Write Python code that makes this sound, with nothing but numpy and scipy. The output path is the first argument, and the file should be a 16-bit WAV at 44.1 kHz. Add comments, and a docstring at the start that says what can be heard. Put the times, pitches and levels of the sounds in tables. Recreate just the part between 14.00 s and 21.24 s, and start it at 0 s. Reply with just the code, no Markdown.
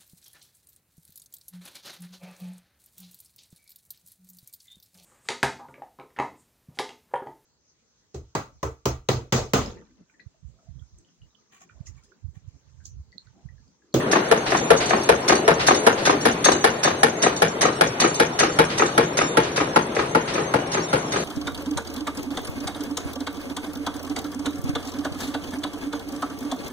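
"""A wire nail machine turns over about two and a half times a second, close to a moving stereo microphone.
Each turn the punch slams the head, the cutters snap, the grippers knock and the ram thuds home:
noise shaped in bands, with ringing modes of frame and chute. Nails ping and jingle as modes of the steel
chute, an air valve puffs fading noise, and the drone is patchy noise with two wavering low hum lines,
the upper near a mode of the cast frame. A workshop answers all but the drone with a faint diffuse tail."""
import sys
import numpy as np
from scipy import signal
from scipy.fft import rfft, irfft
from scipy.io import wavfile
from scipy.ndimage import uniform_filter1d

SR = 44100
rng = np.random.default_rng(int(sys.argv[2]) if len(sys.argv) > 2 else 0)


def persist_wave(psi):
    """Save psi, clipped to +-1, as 16-bit WAV."""
    counts = np.round(np.clip(psi, -1, 1) * 32767).astype(np.int16)
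    wavfile.write(sys.argv[1], SR, np.atleast_2d(counts).T)


N = 319284  # length in samples

# Turns of the crank. Each row: punch time in seconds, punch level in dB, ram level in dB, cutter level in dB.
TURNS = [(-0.075, -21, -10, -23), (0.314, -1.5, -8, -22), (0.705, 0.5, -10, -27.5), (1.091, 1, -7, -32),
         (1.48, 3.5, -6, -19.5), (1.867, 2, -5.5, -20.5), (2.254, -1.5, -7, -18.5), (2.643, 0, -5, -20),
         (3.033, -1, -8.5, -20), (3.421, -1.5, -7.5, -22.5), (3.811, 0, -8, -21), (4.2, -0.5, -8, -21),
         (4.59, 1.5, -8, -19), (4.979, 2.5, -8.5, -25), (5.372, -1, -10.5, -22), (5.761, 0.5, -11, -24),
         (6.15, -2, -11, -34), (6.539, -4, -13, -35.5), (6.931, -7, -13.5, -31.5), (7.32, -7, -14.5, -31)]
# Ringing modes of the steel chute. Each row: frequency in Hz, relative level in dB, t60 in seconds.
CHUTE_MODES = [(2918, -8.5, 0.25), (3643, -4, 0.19), (3990, -9.5, 0.31), (4462, -4, 0.23), (5500, 0, 0.079),
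               (6302, -2, 0.23), (7890, -16, 0.2), (8300, -10.5, 0.075), (10670, -28.5, 0.047),
               (11100, -31.5, 0.063)]
# How far the side resembles the mid; above 0 leans left. Each row: frequency in Hz, likeness from -1 to 1.
SIDE_LEAN = [(150, 0), (330, .5), (550, .64), (1000, .5), (1600, .2), (2300, -.15), (6000, 0)]
CUT_S = -0.2  # the cutters snap this long before the punch


def gain_of(db):
    """Decibels as an amplitude factor."""
    return 10 ** (np.asarray(db) / 20)


def evened(x):
    """Scale to an RMS of one."""
    return x / np.sqrt(np.mean(x ** 2) + 1e-20)


def read(points, hz, column=1):
    """Read a table on a log-frequency axis."""
    points = np.asarray(points, float)
    return np.interp(np.log(hz + 1), np.log(points[:, 0] + 1), points[:, column])


def over_time(points):
    """Gain curve over the whole scene from times in seconds and levels in dB."""
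    s, db = np.transpose(points)
    return gain_of(np.interp(np.arange(N) / SR, s, db))


def add(mix, s, sound):
    """Lay a sound into the mix at s seconds, cutting what falls outside."""
    at = round(s * SR)
    sound = sound[:, max(-at, 0):]
    part = mix[:, max(at, 0):][:, :sound.shape[1]]
    part += sound[:, :part.shape[1]]


def near_db(s):
    """Nearness of the microphone, which drifts over the tools and away."""
    # Each row: time in seconds, nearness in dB.
    nearness = [(0, -3), (0.9, -3), (1.9, 0), (2.6, 2), (3.6, -2), (4.8, -2), (5.6, -5.5), (6.3, -12),
                (7.24, -5)]
    return np.interp(s, *np.transpose(nearness))


def side_likeness(hz):
    """Signed share of the mid signal in the side signal."""
    return np.clip(read(SIDE_LEAN, hz), -1, 1)


def rung(modes, t, spread_db, stray):
    """Every mode is a close pair with its own strength, phase and slight detuning, on both paths."""
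    hz, db, t60 = np.transpose(modes + modes)[:, :, None, None]
    strength, phase, off = rng.standard_normal((3, len(hz), 2, 1))
    angle = 2 * np.pi * hz * (1 + stray * off) * t + 3 * phase
    decay = gain_of(db + spread_db * strength - 60 * t / t60)
    return (decay * np.sin(angle)).sum(0)


def blows(rows, tone, long, soft, alike, modes=(), modes_db=0, rebounds=(),
          rough_db=2.5, ripple_db=3, size=8192):
    """Dense vibration of struck steel: bass swells late and lasts, treble is at once; like blows sound alike.

    Each row: start in seconds, level in dB, bass tilt in dB, treble tilt in dB."""
    # How a blow swells and dies, before soft scales the rise and long the t60.
    # Each row: frequency in Hz, rise time constant in seconds, t60 in seconds.
    swell = [(100, 0.011, 0.19), (296, 0.0045, 0.15), (845, 0.0023, 0.066), (2610, 0.00065, 0.16),
             (8400, 0.0012, 0.058)]
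    out, t, hz = np.zeros((2, N)), np.arange(size) / SR, np.fft.rfftfreq(size, 1 / SR)

    # overlapping bands that sum to one
    centres = np.geomspace(90, 11000, 8)
    bands = np.array([np.interp(np.log(hz + 1), np.log(centres), one) for one in np.eye(len(centres))])
    rise = read(swell, centres)[:, None] * soft
    t60 = read(swell, centres, column=2)[:, None] * long
    stroke = (1 - np.exp(-t / rise)) ** 2 * gain_of(-60 * t / t60)
    shape = stroke
    for late, db in rebounds:  # slack in the linkage strikes again
        shape = shape + gain_of(db) * np.roll(stroke, round(late * SR), 1) * (t > late)

    keep = np.clip(alike, 0, 1)
    noise, partials = rng.standard_normal((2, size)), rng.standard_normal(len(hz))
    for s, db, bass_db, treble_db in rows:
        # part of the previous blow's noise and partials carries on into this one
        noise = keep * noise + np.sqrt(1 - keep ** 2) * rng.standard_normal((2, size))
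        partials = keep ** 2 * partials + np.sqrt(1 - keep ** 4) * rng.standard_normal(len(hz))
        looseness = evened(uniform_filter1d(rng.standard_normal(size), size=110))
        chatter = evened(gain_of(rough_db * looseness))  # loose parts
        ripple = evened(gain_of(ripple_db * evened(uniform_filter1d(partials, size=12))))  # short partials
        tilt_db = read([(250, bass_db), (900, 0), (4000, treble_db)], hz)
        colour = evened(gain_of(read(tone, hz))) * gain_of(tilt_db) * ripple
        banded = irfft(rfft(noise * chatter)[:, None] * colour * bands, size)
        body = (banded * shape).sum(1)
        add(out, s - .002, gain_of(db) * body)
        if modes:
            ring_t = t[:6000]
            fade = (1 - np.exp(-ring_t / 0.0074)) * np.cos(np.linspace(0, np.pi / 2, 6000))
            ringing = rung(modes, ring_t, spread_db=2.5, stray=0.0098) * fade
            add(out, s, gain_of(db + modes_db) * ringing)
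    return out


def untilted(s, db):
    """Rows for blows() with neither bass nor treble tilt."""
    return [(at, level, 0, 0) for at, level in zip(s, db)]


def drone(wide_db=-5):
    """Motor, gears, belts and bearings as patchy noise with two wavering low hum lines, in mid and side."""
    # Level over time. Each row: time in seconds, level in dB.
    drone_levels = [(0, -26), (1, -28), (2, -26.5), (3, -29.5), (4, -29.5), (5, -29), (6, -30), (7.24, -30)]
    # Mid colour. Each row: frequency in Hz, relative level in dB per Hz.
    mid_tone = [(15, -55), (25, -21), (125, 7), (410, 13), (4450, -14.5), (4930, -84), (6390, -18),
                (7090, -63), (8500, -67), (12200, -101), (15900, -131), (22000, -120)]
    # Side colour. Each row: frequency in Hz, relative level in dB per Hz.
    side_tone = [(100, -85), (230, -30.5), (400, -12.5), (900, -12.5), (2500, -21), (5900, -37),
                 (8500, -31), (11000, -31), (12200, -56)]
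    # Low hum lines, the upper near a mode of the cast frame.
    # Each row: centre frequency in Hz, RMS level in dB.
    hum_lines = [(135, -45), (162, -46)]
    frames, hz = N // 256 + 5, np.fft.rfftfreq(1024, 1 / SR)
    a, b, c, d, patches = rng.standard_normal((frames, 513, 5)).T
    patches = evened(uniform_filter1d(uniform_filter1d(patches, 8, 0), 10, 1))  # over frequency, then time
    lean, mid = side_likeness(hz)[:, None], a + 1j * b
    z = np.array([mid, lean * mid + np.sqrt(1 - lean ** 2) * (c + 1j * d)])
    tone_db = np.array([read(mid_tone, hz), read(side_tone, hz)])[:, :, None]
    z *= gain_of(tone_db + 1.8 * patches)
    mid, side = signal.istft(z, nperseg=1024, noverlap=768)[1][:, :N]
    level = over_time(drone_levels)
    mid, side = level * evened(mid), level * gain_of(wide_db) * evened(side)
    for line_hz, db in hum_lines:
        waver = evened(uniform_filter1d(uniform_filter1d(rng.standard_normal(N), 3000), 3000))
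        phase = 2 * np.pi * np.cumsum(line_hz + 1.25 * waver) / SR
        mid += np.sqrt(2) * gain_of(db) * np.sin(phase)
    return mid, side


def punch():
    """The punch slams the nail head and rings the cast frame; bass stays level, treble follows nearness."""
    # Each row: frequency in Hz, relative level in dB per Hz.
    punch_tone = [(35, -25), (60, -3), (464, 10), (905, -3.5), (1160, -7), (1510, -8.5), (2750, -23),
                  (5250, -30), (10900, -48), (12200, -111), (15900, -93), (22000, -120)]
    # Modes of the cast frame. Each row: frequency in Hz, relative level in dB, t60 in seconds.
    frame_modes = [(163, -18.5, 0.61), (250, -22.5, 0.26), (332.2, -22, 0.22), (384, -32, 0.17),
                   (479.3, -16, 0.041), (877, -11, 0.18), (1430, -64, 0.15)]
    bass_level_db, treble_level_db, treble_per_near = -10, 6, 0.79
    s, punch_db = np.transpose(TURNS)[:2]
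    treble_db = treble_level_db + treble_per_near * near_db(s)
    heads = zip(s, punch_db, bass_level_db - punch_db, treble_db - punch_db)
    return blows(heads, punch_tone, long=1.0, soft=0.94, alike=0.895, modes=frame_modes, modes_db=-12.5,
                 rebounds=[(.028, -17), (.05, -21), (.095, -29)])  # (seconds late, dB)


def ticks():
    """A small bright tick after each punch, its level following the nearness of the microphone."""
    # Each row: frequency in Hz, relative level in dB per Hz.
    tick_tone = [(1500, -53), (4000, 30), (6500, 58), (12000, -70)]
    tick_s, tick_db = 0.061, -33.5  # after the punch; level at zero nearness
    s = np.transpose(TURNS)[0]
    return blows(untilted(s + tick_s, tick_db + near_db(s)), tick_tone, long=1.0, soft=0.9, alike=0.61)


def nails(per_s=500, spread_db=4):
    """Cut nails ping on the chute; a fine random jingle follows each cut, each touch ringing one mode."""
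    # Jingle before its decay after each cut. Each row: time in seconds, level in dB.
    jingle_levels = [(0, -49), (1.2, -46.5), (2.4, -48), (3.6, -48.5), (4.8, -46), (6, -51), (7.24, -46.5)]
    # Nails that bounce again. Each row: start in seconds, nominal peak in dB at the strongest mode.
    bounces = [(0.5681, -34.5), (0.768, -37), (0.857, -35), (1.032, -40), (1.3518, -35), (1.7449, -31.5),
               (2.2104, -38.5), (2.5174, -27.5), (3.3635, -37), (4.142, -34), (4.859, -37), (6.336, -41),
               (6.717, -39)]
    ping_s = -0.197  # against the punch
    ping_db, ping_spread_db = -9.5, 3  # against the cutters
    out, t = np.zeros((2, N)), np.arange(N) / SR
    punch_s, cut_db = np.transpose(TURNS)[[0, 3]]

    dropped = ping_db + cut_db + ping_spread_db * rng.standard_normal(len(punch_s))
    ping_t = t[:7000]
    onset = 1 - np.exp(-ping_t / 0.0014)
    for s, db in list(zip(punch_s + ping_s, dropped)) + bounces:
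        add(out, s, gain_of(db) * rung(CHUTE_MODES, ping_t, spread_db=2.5, stray=0.0062) * onset)

    cuts = punch_s + CUT_S
    since = t - cuts[np.maximum(np.searchsorted(cuts, t) - 1, 0)]
    strength = gain_of(spread_db * np.minimum(rng.exponential(1, (2, N)), 4))
    touches = strength * (rng.random((2, N)) < per_s / SR) * rng.choice([-1., 1.], (2, N))
    touches *= over_time(jingle_levels) * gain_of(-20. * since)  # dies at 20 dB per second after a cut
    which = rng.integers(0, len(CHUTE_MODES), (2, N))
    for k, (hz, db, t60) in enumerate(CHUTE_MODES):
        # a two-pole resonator rings at the mode
        pole = gain_of(-60 / SR / t60) * np.exp(2j * np.pi * hz / SR)
        near_mode = signal.butter(1, [hz * .9, hz * 1.1], "band", fs=SR)
        touch = signal.lfilter(*near_mode, touches * (which == k))
        out += gain_of(db) * signal.lfilter([pole.imag], [1, -2 * pole.real, abs(pole) ** 2], touch)
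    return out


def cutters():
    """The cutters snap through the wire and ring the chute."""
    # Each row: frequency in Hz, relative level in dB per Hz.
    cutter_tone = [(300, 1), (1500, 12), (3000, 3), (6300, 4.5), (7500, -14), (12000, -28)]
    s, cut_db = np.transpose(TURNS)[[0, 3]]
    return blows(untilted(s + CUT_S, cut_db), cutter_tone, long=1.31, soft=0.96, alike=0.64,
                 modes=CHUTE_MODES, modes_db=-13, rebounds=[(.008, -14), (.045, -7.5), (.07, -19.5)])


def grippers():
    """The grippers knock, a short blow strongest in the low mids."""
    # Each row: frequency in Hz, relative level in dB per Hz.
    gripper_tone = [(35, -40), (60, -7), (430, 15.5), (2000, 3.5), (6300, -30), (9000, -89), (12000, -80)]
    grip_s, grip_db = -0.184, -2.5  # against the punch; against the ram
    s, ram_db = np.transpose(TURNS)[[0, 2]]
    return blows(untilted(s + grip_s, ram_db + grip_db), gripper_tone, long=0.86, soft=1.0, alike=0.8)


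def ram():
    """The ram thuds home, striking twice more through slack in the linkage."""
    # Each row: frequency in Hz, relative level in dB per Hz.
    ram_tone = [(35, -54), (60, -12.5), (370, 7), (1300, -5.5), (4400, -27.5), (8500, -135), (12000, -119)]
    ram_s = -0.159  # against the punch
    s, ram_db = np.transpose(TURNS)[[0, 2]]
    return blows(untilted(s + ram_s, ram_db), ram_tone, long=1.0, soft=1.0, alike=0.907,
                 rebounds=[(.034, -12.5), (.065, -18.5)])


def puffs():
    """Escaping air: smooth bright noise that opens quickly and fades."""
    # Each row: start in seconds, level in dB before the envelope.
    puff_starts = [(0.459, -24.5), (.80, -22.5), (1.593, -22), (1.973, -28.5), (4.695, -27.5), (5.43, -29),
                   (5.98, -29.5), (6.274, -27.5), (6.72, -34.5), (7.15, -29.5)]
    # Each row: frequency in Hz, relative level in dB per Hz.
    puff_tone = [(500, 26), (1800, 27), (4400, 22.5), (7600, 5.5), (12000, -34)]
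    t60_s = 0.38
    flow, t = np.zeros((1, N)), np.arange(SR // 2)[None] / SR
    for s, db in puff_starts:
        add(flow, s, gain_of(db - 60 * t / t60_s) * (1 - np.exp(-t / 0.0065)))
    colour = gain_of(read(puff_tone, np.fft.rfftfreq(N, 1 / SR)))
    air = irfft(rfft(rng.standard_normal((2, N))) * colour, N)
    return flow * evened(air)


def shop(x):
    """Walls answer with a diffuse tail, each band dying at its own speed."""
    # Each row: frequency in Hz, t60 in seconds.
    tail_times = [(150, 0.17), (1000, 0.28), (4000, 0.1), (10000, 0.04)]
    hz, t, z = signal.stft(rng.standard_normal((2, SR)), SR, nperseg=256)
    tail = signal.istft(z * gain_of(-60 * t / read(tail_times, hz)[:, None]), SR, nperseg=256)[1]
    tail = np.pad(tail / np.linalg.norm(tail[0]), ((0, 0), (400, 0)))  # 400 samples of delay
    return signal.fftconvolve(x, tail, axes=1)[:, :N]


def scene():
    """Two unrelated paths of the same scene become the mid and side pick-up of a stereo microphone."""
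    # Each row: frequency in Hz, side level over mid in dB.
    side_levels = [(60, -37), (130, -61), (220, -40), (430, -5.5), (840, 2), (3100, -1.5), (5000, 2),
                   (7500, 9.5), (9500, 28.5), (12000, 24.5)]
    machine = punch() + ticks() + cutters() + grippers() + ram()
    near = machine + nails() + puffs()
    first, second = rfft(near + gain_of(-20.5) * shop(near))
    hz = np.fft.rfftfreq(N, 1 / SR)
    lean = side_likeness(hz)
    side = gain_of(read(side_levels, hz)) * (lean * first + np.sqrt(1 - lean ** 2) * second)
    mid, side = irfft(np.array([first, side]), N) + drone()
    return np.array([mid + side, mid - side])


def record(dry):
    """The loudest peaks round off just under full scale; then a lowpass limits the band."""
    edge_hz = 11900
    rounded = dry / (1 + abs(dry / .92) ** 6) ** (1 / 6)
    lowpass = signal.firwin(255, edge_hz, window=("kaiser", 9), fs=SR)
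    return signal.oaconvolve(rounded, lowpass[None], "same")


dry = scene()
out = record(dry)
persist_wave(out)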